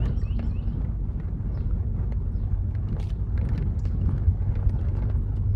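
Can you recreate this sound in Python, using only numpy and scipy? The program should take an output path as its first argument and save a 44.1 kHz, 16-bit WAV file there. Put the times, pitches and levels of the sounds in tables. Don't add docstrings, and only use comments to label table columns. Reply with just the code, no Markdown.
import sys
import numpy as np
from scipy import signal
from scipy.fft import rfft, irfft, next_fast_len
from scipy.io import wavfile
from scipy.ndimage import uniform_filter1d, map_coordinates

SR = 44100
rng = np.random.default_rng(int(sys.argv[2]) if len(sys.argv) > 2 else 0)


def wrap_up_sound(samples):
    columns = np.atleast_2d(samples).T
    tamed = np.clip(columns, -1, 1)
    steps = np.round(tamed * 32767).astype(np.int16)
    wavfile.write(sys.argv[1], SR, steps)


N = 245047

# frequency in Hz, relative dB per Hz.
HISS_SPECTRUM = [(2000, -4.5), (4000, -10.5), (6500, -4), (10000, -5), (15500, -13)]

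# whistle start in seconds, relative level in dB, opening over whistle in dB, pitch ratio.
SONGS = [(-0.04, -50, 0, 1.03), (0.24, -50.5, 2.5, 1.02), (0.508, -53, 3, .985)]
# start after the whistle
# in seconds, length in seconds, first, middle and last pitch in Hz, relative level in dB, roughness 0-1.
OPENING_NOTES = [(-.078, 0.053, 5380, 5414, 5560, -10.5, 0.15), (-.062, .05, 7680, 7740, 7760, -23, 0.4),
                 (-.046, .016, 7650, 7350, 7050, -18, .6), (-.037, .018, 5950, 5750, 5500, -18.5, 0.4),
                 (-.029, .014, 4850, 4650, 4500, -14, .5), (-.012, .021, 4550, 4330, 4100, -9.5, 0.4)]
WHISTLE_NOTES = [(-.004, .106, 2440, 2630, 3130, 0, .05), (.095, .055, 3100, 3110, 3100, -15, .25),
                 (.104, .034, 3750, 4050, 4380, -10, .75), (.152, .09, 2860, 3010, 3280, -12, .35)]
CHIRP_NOTES = [(0, .028, 5350, 5480, 5620, -5, .15), (.02, .02, 3700, 4050, 4800, -3, .6),
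               (.028, .036, 5220, 5150, 5050, 4.5, .2), (.04, .12, 4800, 3850, 3150, 1.5, .9)]
# start in seconds, relative level in dB.
CHIRPS = [(0.641, -72), (1.512, -68), (2.315, -70.5), (3.04, -72), (3.83, -70.5), (4.7, -79), (5.484, -76)]
# start in seconds, middle pitch in Hz, relative level in dB,
# share the pitch falls on each side of the middle.
CHIPS = [(3.789, 6300, -55.5, .3), (4.785, 3190, -53.5, 0.068)]
CHIP_S, CHIP_ROUGHNESS = 0.018, 0.75
NOTE_DB_PER_OCTAVE = 9
WAVER_KNOTS_PER_S, WAVER_PITCH_SHARE, FLUTTER_DB = 110, .006, 2.8
# delay in seconds, level in dB.
WALLS = [(0.039, -17), (0.086, -20), (0.12, -21)]
GROUND_DELAY_S, GROUND_DB = .0038, -8.5

# start in seconds, relative level in dB.
TINKS = [(2.32, -74), (3.451, -59), (4.107, -65), (4.702, -66.5), (5.176, -67.5), (5.23, -71)]
# frequency in Hz, relative level in dB, t60 in seconds.
METAL_MODES = [(8400, -15, .05), (8860, -2.5, 0.072), (8900, -10, .06), (12300, -17.5, .03),
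               (15450, -18.5, .03)]

# time in seconds, relative level in dB.
SLIDE_LEVEL = [(2.97, -75), (3.0, -49), (3.03, -51), (3.065, -55), (3.105, -47), (3.12, -66), (3.16, -71.5)]
# middle in seconds, length in seconds, relative peak level in dB.
SCUFFS = [(1.126, 0.079, -68), (2.706, 0.064, -68.5), (3.864, 0.089, -56.5), (4.1, 0.22, -70),
          (4.977, .05, -60.5), (5.37, 0.035, -61.5)]
# frequency in Hz, relative dB per Hz.
SCRAPE_SPECTRUM = [(1200, -30.5), (2400, 2), (3400, -1), (5300, -7), (7000, -11.5), (9000, -12.5),
                   (12000, -24), (15500, -23.5)]

# frequency in Hz, relative dB per Hz.
TICK_SPECTRUM = [(500, -15), (1400, 10), (2100, -2), (2800, -9), (3600, -9), (5500, -15), (8000, -26),
                 (15000, -32)]
CHATTER_DB = -81
CHATTER_DB_PER_ROAR_DB, CHATTER_ROAR_LIMIT_DB = 3.75, 5.5

# start in seconds, relative levels of crack, knock and snap in dB,
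# ring of the struck spot in Hz, relative level of that ring in dB.
TRIM_CONTACTS = [(0.0385, -51, -38, -86, 1820, -43), (0.0558, -36, -38, -51.5, 1780, -45),
                 (0.0603, -44, -34, -72, 1800, -36.5), (0.3882, -46, -57, -70, 3260, -54),
                 (0.2162, -49, -49, -76, 1860, -42.5), (0.3931, -34, -25.5, -68, 2700, -41),
                 (0.4274, -47, -34, -69, 1120, -41), (0.6757, -50.5, -35.5, -80, 4600, -75),
                 (0.819, -53, -44.5, -70, 1720, -53), (0.848, -48.5, -42, -74, 1980, -47),
                 (1.1997, -47, -33, -69, 1900, -40.5), (1.284, -52, -37, -95, 1710, -55),
                 (1.5736, -42, -32.5, -80, 1940, -43), (1.6062, -55, -44, -79, 2680, -53.5),
                 (1.709, -52, -35.5, -82, 1340, -41.5), (2.122, -39.5, -29, -61.5, 2130, -49),
                 (2.7503, -39, -40.5, -61.5, 2670, -63), (2.887, -47, -51, -64, 2880, -45.5),
                 (2.9276, -44, -48, -68, 1470, -53), (2.9658, -45.5, -30, -86, 1500, -47),
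                 (2.9998, -46, -33, -55, 2290, -44), (3.0285, -44, -53, -56, 2200, -47),
                 (3.1008, -41, -53, -68, 3030, -41), (3.3767, -34.5, -29.5, -62, 1560, -45),
                 (3.4131, -41.5, -34, -79, 2380, -49), (3.4515, -45.5, -47, -76, 1350, -48),
                 (3.489, -36, -55, -52.5, 1830, -40), (3.5336, -44, -40, -65, 2110, -52),
                 (3.55, -46, -33, -71, 3030, -48), (3.558, -45, -47, -63, 4080, -50),
                 (3.5778, -32.5, -50, -51.5, 1850, -50), (3.6237, -42, -54, -74, 1550, -52),
                 (3.791, -56, -56, -54, 4700, -64), (3.8533, -39.5, -31.5, -54, 1850, -46),
                 (4.0138, -53, -35, -68, 2830, -49), (4.092, -53, -29, -80, 1146, -55),
                 (4.1794, -39, -39, -60.5, 2140, -56), (4.5542, -37.5, -40, -67.5, 3540, -52),
                 (4.558, -39, -30.5, -76, 1520, -44), (4.592, -51.5, -33, -81, 1180, -42),
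                 (4.6275, -56, -32, -84, 1380, -46), (4.6939, -42.5, -35, -53.5, 1900, -41),
                 (4.812, -51, -49, -60.5, 2690, -52.5), (4.8853, -47, -40.5, -63, 2120, -49.5),
                 (4.952, -51, -31.5, -74, 2720, -52), (4.969, -53, -44, -63, 1340, -48),
                 (4.988, -44, -31.5, -70.5, 1160, -44), (5.0231, -41.5, -30, -87.5, 1180, -45.5),
                 (5.053, -53, -45.5, -74, 1370, -45), (5.0986, -40.5, -25.5, -76.5, 1390, -46),
                 (5.112, -49.5, -53.5, -68, 1380, -54), (5.3684, -47.5, -41, -69, 3050, -52.5)]
# frequency in Hz, relative level in dB, t60 in seconds.
PANEL_MODES = [(1340, -6, 0.039), (1660, 1, 0.079), (2023, 5, 0.021), (2130, -9.5, 0.0068),
               (3030, -3.5, 0.013), (3900, -4.5, 0.018), (4330, 3, 0.0032), (4720, -26.5, 0.005)]
# frequency in Hz, relative level in dB.
CRACK_SPECTRUM = [(600, -18), (1400, 8.5), (2400, 2), (3300, -6.5), (4500, -8), (7000, -42.5)]
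# frequency in Hz, relative level in dB.
KNOCK_SPECTRUM = [(150, -34.5), (350, 15.5), (850, -3), (1300, -8), (2500, -68)]
# frequency in Hz, relative level in dB.
SNAP_SPECTRUM = [(2500, -23), (4400, 3), (6300, 2), (8000, -7.5), (11000, -9.5), (13000, -13),
                 (16000, -29.5)]
CONTACT_T60_S = .004
STRIKE_TRAVEL_S, STRIKE_HZ = .0014, 1000
STRIKE_DB = 20
REBOUND_MIN_S, REBOUND_MAX_S, REBOUND_DB = .0015, .005, -5
SPOT_SPACING_HZ, SPOT_DB = 550, 2.8
BUZZ_KNOTS_PER_S, BUZZ_DB = 600, 3
# frequency in Hz, width in Hz, boost in dB (1 dB cut overall).
CABIN_RESONANCES = [(864, 66, 4.5), (1160, 33, 2), (2100, 100, 1.5), (2170, 110, 3), (2740, 110, 2),
                    (4250, 230, 3)]

# time in seconds, relative level in dB.
DRONE_LEVEL = [(0, -34.5), (.4, -32), (1, -35), (1.4, -35.5), (1.75, -30.5), (2.3, -33), (2.6, -29),
               (3.15, -32.5), (3.6, -30.5), (4.1, -28.5), (4.9, -30), (5.3, -31), (5.56, -23.5)]
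DRONE_HZ, DRONE_WIDTH_HZ, DRONE_JOLT_SHARE = 95.9, 20, 0.7
# time in seconds, relative level in dB.
CAVITY_LEVEL = [(0, -46), (0.5, -38), (0.9, -47.5), (1.4, -55.5), (2.0, -41), (2.7, -53.5), (3.5, -50.5),
                (4.2, -50), (5.1, -43), (5.56, -49.5)]

# middle in seconds, length in seconds,
# rise of the tyre roar in dB, rise of the floor thud in dB.
ROUGH_PATCHES = [(-0.006, 0.5, 8, 10), (0.433, 0.21, 3, 3.5), (0.796, 0.26, 4, 6.5), (1.197, 0.51, 0, 1),
                 (1.602, 0.37, 2, 2.5), (2.029, 0.26, 3.5, 3.5), (2.965, 0.34, 4, 5), (3.546, 0.52, 5.5, 7),
                 (4.101, 0.52, 5, 6.5), (4.596, 0.78, 3, 2.5), (4.975, 0.67, 5, 1.5)]
# middle in seconds, rise of the boom in dB.
JOLTS = [(0.03, 5.5), (1.73, 3.5), (2.562, 4), (3.381, 5), (4.042, 7), (4.283, 8), (4.489, 4.5), (4.664, 8),
         (4.891, 4), (5.06, 7), (5.179, 6.5), (5.516, 1)]
# middle in seconds, rise of the floor thud in dB.
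BUMPS = [(1.359, 10.5), (1.46, 7.5), (1.993, 8), (3.58, 5.5), (3.86, 3), (3.96, 1.5), (4.089, 9.5),
         (4.16, 3.5), (4.66, 5), (4.75, 6.5)]
JOLT_S, BUMP_S = 0.1, 0.049
# time in seconds, level in dB.
BOOM_LEVEL = [(0, -27), (0.7, -27.5), (1.35, -30.5), (1.7, -27.5), (2.25, -27), (2.85, -30), (3.6, -26.5),
              (4.2, -28.5), (5.56, -27.5)]
# frequency in Hz, width in Hz, relative level in dB.
BODY_MODES = [(35.5, 15, -7), (52.4, 17.7, -1.5), (75.7, 14, -7)]
# frequency in Hz, relative dB per Hz.
THUD_SPECTRUM = [(90, -14), (115, 2.5), (124, 6), (150, 2.5), (175, -1.5), (203, -1.5), (222, -5),
                 (260, -10.5), (320, -17), (460, -78)]
# frequency in Hz, relative dB per Hz.
ROAR_SPECTRUM = [(190, -27), (310, 3.5), (400, 3), (510, -4.5), (700, -8.5), (880, -12), (1020, -13),
                 (1300, -16), (1650, -20.5), (2400, -31.5), (3300, -37), (4400, -43.5), (7000, -49),
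                 (14000, -73.5)]
ROAR_DB, THUD_DB = -49.5, -37.5
TOP_HZ = 15720


def amp(db):
    return 10 ** (np.asarray(db) / 20)


def unit(x):
    return x / np.sqrt(np.mean(x ** 2) + 1e-20)


def curve(rows):
    times_s, values = np.transpose(rows)
    return np.interp(np.arange(N) / SR, times_s, values)


def wobble(knots_per_s):
    knots = rng.standard_normal(int(N * knots_per_s / SR) + 4)
    return map_coordinates(knots, [np.arange(N) * knots_per_s / SR])


def swells(rows):
    t = np.arange(N) / SR
    return sum(height * np.cos(np.pi * np.clip((t - middle_s) / length_s, -.5, .5)) ** 2
               for middle_s, length_s, height in rows)


def filtered(x, response):
    m = next_fast_len(len(x) + SR // 4)
    return irfft(rfft(x, m) * response(np.fft.rfftfreq(m, 1 / SR)), m)[:len(x)]


def coloured(x, spectrum):
    f, db = np.transpose(spectrum)
    return unit(filtered(x, lambda hz: amp(np.interp(np.log(hz + 1), np.log(f), db))))


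def steadied(x, span_s):
    power = np.abs(uniform_filter1d(x * x, max(int(span_s * SR), 1)))
    return x / np.sqrt(power + 1e-6)


def patchy(x, depth_db, size=1024):
    z = signal.stft(x, nperseg=size)[2]
    field = uniform_filter1d(rng.standard_normal(z.shape), size=4, axis=0)
    field = uniform_filter1d(field, size=5, axis=1)
    return signal.istft(z * amp(depth_db * unit(field)), nperseg=size)[1][:len(x)]


def blows(per_s, spread_db):
    hit = rng.random(N) < per_s / SR
    sign, size = rng.standard_normal((2, N))
    return unit(hit * np.sign(sign) * amp(spread_db * np.clip(size, -2, 2)))


def add(track, start_s, sound):
    start = round(start_s * SR)
    part = sound[max(-start, 0):max(N - start, 0)]
    track[max(start, 0):][:len(part)] += part


def steady_hiss():
    return amp(-86.0) * coloured(rng.standard_normal(N), HISS_SPECTRUM)


def bird_notes():
    calls = [(s, db + opening_db, pitch, OPENING_NOTES) for s, db, opening_db, pitch in SONGS]
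    calls += [(s, db, pitch, WHISTLE_NOTES) for s, db, _, pitch in SONGS]
    calls += [(s, db, 1, CHIRP_NOTES) for s, db in CHIRPS]
    notes = []
    for s, db, pitch, call in calls:
        for after_s, length_s, *hz, level_db, rough in call:
            notes.append((s + after_s, length_s, *(pitch * np.array(hz)), db + level_db, rough))
    for s, hz, db, fall in CHIPS:
        notes.append((s, CHIP_S, hz * (1 + fall), hz, hz * (1 - fall), db, CHIP_ROUGHNESS))
    return notes


def birds(rasp_knots_per_s):
    out = np.zeros(N)
    for s, length_s, first_hz, middle_hz, last_hz, db, rough in bird_notes():
        u = np.linspace(0, 1, max(int(length_s * SR), 8))
        rates = rasp_knots_per_s, rasp_knots_per_s, WAVER_KNOTS_PER_S, WAVER_KNOTS_PER_S
        rasp_sin, rasp_cos, waver, flutter = [
            map_coordinates(rng.standard_normal(256), [u * length_s * rate], mode="mirror")
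            for rate in rates]
        glide_hz = np.polyval(np.polyfit([0, .5, 1], [first_hz, middle_hz, last_hz], 2), u)
        glide_hz = glide_hz * (1 + WAVER_PITCH_SHARE * waver)
        phase = 2 * np.pi * np.cumsum(glide_hz) / SR
        pure = np.sqrt(2 * (1 - rough)) * np.sin(phase)
        harsh = np.sqrt(rough) * (rasp_sin * np.sin(phase) + rasp_cos * np.cos(phase))
        effort_db = NOTE_DB_PER_OCTAVE * np.log2(glide_hz / middle_hz) + FLUTTER_DB * flutter
        envelope = np.sqrt(np.abs(np.sin(np.pi * u)))
        add(out, s, amp(db + effort_db) * envelope * (pure + harsh))
    return out


def street(x, wet_db):
    t = np.arange(SR) / SR
    x = x + amp(GROUND_DB) * np.pad(x, (round(GROUND_DELAY_S * SR), 0))[:N]
    tail = rng.standard_normal(SR) * amp(-60 * t / .45) * (1 - np.exp(-t / .015))
    out = x + amp(wet_db) * signal.fftconvolve(x, tail / np.linalg.norm(tail))[:N]
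    for delay_s, db in WALLS:
        add(out, delay_s, amp(db) * x)
    return out


def tinks():
    out, t = np.zeros(N), np.arange(SR // 6) / SR
    for s, db in TINKS:
        for hz, mode_db, t60_s in METAL_MODES:
            level_db = db + mode_db + rng.normal(0, 2.3)
            add(out, s, amp(level_db - 60 * t / t60_s) * np.sin(2 * np.pi * hz * t))
    return out


def slide():
    slips = amp(2.6 * wobble(200)) * (blows(per_s=1500, spread_db=4) + .5 * rng.standard_normal(N))
    pressure = amp(curve(SLIDE_LEVEL))
    pressure = pressure + swells((s, length_s, amp(db)) for s, length_s, db in SCUFFS)
    return amp(-7.0) * pressure * coloured(patchy(slips, depth_db=3.5, size=256), SCRAPE_SPECTRUM)


def chatter(rough_db, per_s):
    t = np.arange(SR // 30) / SR
    ring = rng.standard_normal(len(t)) * amp(-60 * t / .025) * (1 - np.exp(-t / .0015))
    ticks = signal.fftconvolve(blows(per_s, spread_db=3), ring)[:N]
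    level_db = CHATTER_DB + CHATTER_DB_PER_ROAR_DB * np.minimum(rough_db, CHATTER_ROAR_LIMIT_DB)
    return amp(level_db) * coloured(patchy(ticks, depth_db=4.5, size=512), TICK_SPECTRUM)


def spot_colour(x):
    peaks = rng.standard_normal(64)
    return filtered(x, lambda hz: amp(
        SPOT_DB * map_coordinates(peaks, [hz / SPOT_SPACING_HZ], mode="mirror")))


def trim(knock_t60_s, snap_t60_s, crack_t60_s, ring_t60_s):
    out, t = np.zeros(N), np.arange(SR // 8) / SR
    mode_hz, mode_db, mode_t60_s = np.transpose(PANEL_MODES)[:, :, None]

    def bending(f):
        return np.exp(-4j * np.pi * STRIKE_TRAVEL_S * np.sqrt(STRIKE_HZ * f))

    strike = amp(STRIKE_DB) * filtered(1.0 * (t == 0), bending)
    onset = 1 - np.exp(-(t / .00035) ** 2)

    def fade(t60_s, linger_db):
        decays = amp(-60 * t / CONTACT_T60_S) + amp(-60 * t / t60_s) + amp(linger_db - 60 * t / .09)
        return decays * onset

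    def sized(x):
        return x / np.sqrt(np.sum(x * x) / (SR * .005))

    for s, crack_db, knock_db, snap_db, ring_hz, ring_db in TRIM_CONTACTS:
        detune, strength, phase = rng.standard_normal((3, len(PANEL_MODES), 1))
        buzz_knots = rng.standard_normal(128)
        buzz = amp(BUZZ_DB * map_coordinates(buzz_knots, [t * BUZZ_KNOTS_PER_S], mode="mirror"))
        rebound_s = rng.uniform(REBOUND_MIN_S, REBOUND_MAX_S)
        rebound = amp(REBOUND_DB) * np.roll(strike, round(rebound_s * SR))
        scatters = rng.standard_normal((3, len(t)))
        hard, dull, bright = [spot_colour(scatter * buzz + strike + rebound) for scatter in scatters]

        modes = amp(mode_db + 2 * strength - 60 * t / mode_t60_s)
        modes = modes * np.sin(2 * np.pi * (mode_hz * (1 + 0.032 * detune) * t + phase))
        crack = coloured(hard, CRACK_SPECTRUM) * fade(crack_t60_s, linger_db=-3)
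        knock = coloured(dull, KNOCK_SPECTRUM) * fade(knock_t60_s, linger_db=-26.0)
        snap = coloured(bright, SNAP_SPECTRUM) * fade(snap_t60_s, linger_db=-16.0)
        ring = amp(-60 * t / ring_t60_s) * np.sin(2 * np.pi * ring_hz * t)
        add(out, s, amp(crack_db - 10.0) * (sized(crack) + 0.51 * sized(modes.sum(0) * onset)))
        add(out, s, amp(ring_db - 3.5) * ring)
        add(out, s, amp(knock_db - 9.0) * sized(knock))
        add(out, s, amp(snap_db - 4.0) * sized(snap))
    return out


def cabin(x):
    return filtered(x, lambda f: amp(sum(
        db / (1 + (2 * (f - hz) / width_hz) ** 2) for hz, width_hz, db in CABIN_RESONANCES) - 1.0))


def cabin_drone():
    ring = filtered(blows(per_s=240, spread_db=0.0),
                    lambda f: 1 / (1 + np.abs(2 * (f - DRONE_HZ) / DRONE_WIDTH_HZ) ** 3.5))
    jolt_db = DRONE_JOLT_SHARE * swells((s, JOLT_S, db) for s, db in JOLTS)
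    return amp(curve(DRONE_LEVEL) + 0.5 + jolt_db) * steadied(unit(ring), span_s=0.12)


def tyre_cavity(hz, half_width_hz):
    ring = filtered(rng.standard_normal(N), lambda f: 1 / (1 + ((f - hz) / half_width_hz) ** 4))
    return amp(curve(CAVITY_LEVEL) - 1.0) * steadied(unit(ring), span_s=0.24)


def road_surface():
    roar_rise_db = swells((s, length_s, roar_db) for s, length_s, roar_db, _ in ROUGH_PATCHES)
    thud_rise_db = swells((s, length_s, thud_db) for s, length_s, _, thud_db in ROUGH_PATCHES)
    return roar_rise_db, thud_rise_db


def body_boom():
    def body(f):
        low_cut = 1 - 1 / (1 + (f / 31) ** 6)
        return low_cut * sum(amp(db) / (1 + np.abs(2 * (f - hz) / width_hz) ** 5.4)
                             for hz, width_hz, db in BODY_MODES)

    level_db = curve(BOOM_LEVEL) + swells((s, JOLT_S, db) for s, db in JOLTS) + 0.41 * wobble(17)
    return amp(level_db) * steadied(unit(filtered(blows(per_s=220, spread_db=1.5), body)), span_s=0.1)


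def floor_thud(rise_db):
    bump_db = swells((s, BUMP_S, db) for s, db in BUMPS)
    level_db = THUD_DB + rise_db + bump_db + 0.76 * wobble(22)
    thud = coloured(blows(per_s=500, spread_db=2.0), THUD_SPECTRUM)
    return amp(level_db) * steadied(thud, span_s=0.18)


def tread_roar(rough_db):
    squeeze_db = wobble(60)
    crunch = patchy(0.77 * blows(per_s=350, spread_db=1.0) + rng.standard_normal(N), depth_db=2.5)
    tread = steadied(unit(amp(squeeze_db) * coloured(crunch, ROAR_SPECTRUM)), span_s=.07)
    return amp(ROAR_DB + wobble(13) + rough_db) * tread


def tyres(rough_db, thud_rise_db):
    return body_boom() + floor_thud(thud_rise_db) + cabin(tread_roar(rough_db))


def scene():
    rough_db, thud_rise_db = road_surface()
    song = street(birds(rasp_knots_per_s=1500), wet_db=-7)
    taps = trim(knock_t60_s=.028, snap_t60_s=.032, crack_t60_s=.036, ring_t60_s=.038)
    rattles = taps + chatter(rough_db, per_s=79) + slide()
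    road = tyres(rough_db, thud_rise_db) + cabin_drone() + tyre_cavity(hz=227.65, half_width_hz=4.7)
    return (steady_hiss() + amp(-6.5) * song + tinks() + cabin(rattles) + road)[None]


def record(dry):
    eased = dry * signal.windows.tukey(N, .0015)
    return signal.sosfilt(signal.ellip(10, .1, 80, TOP_HZ, fs=SR, output="sos"), eased)


dry = scene()
out = record(dry)
wrap_up_sound(out)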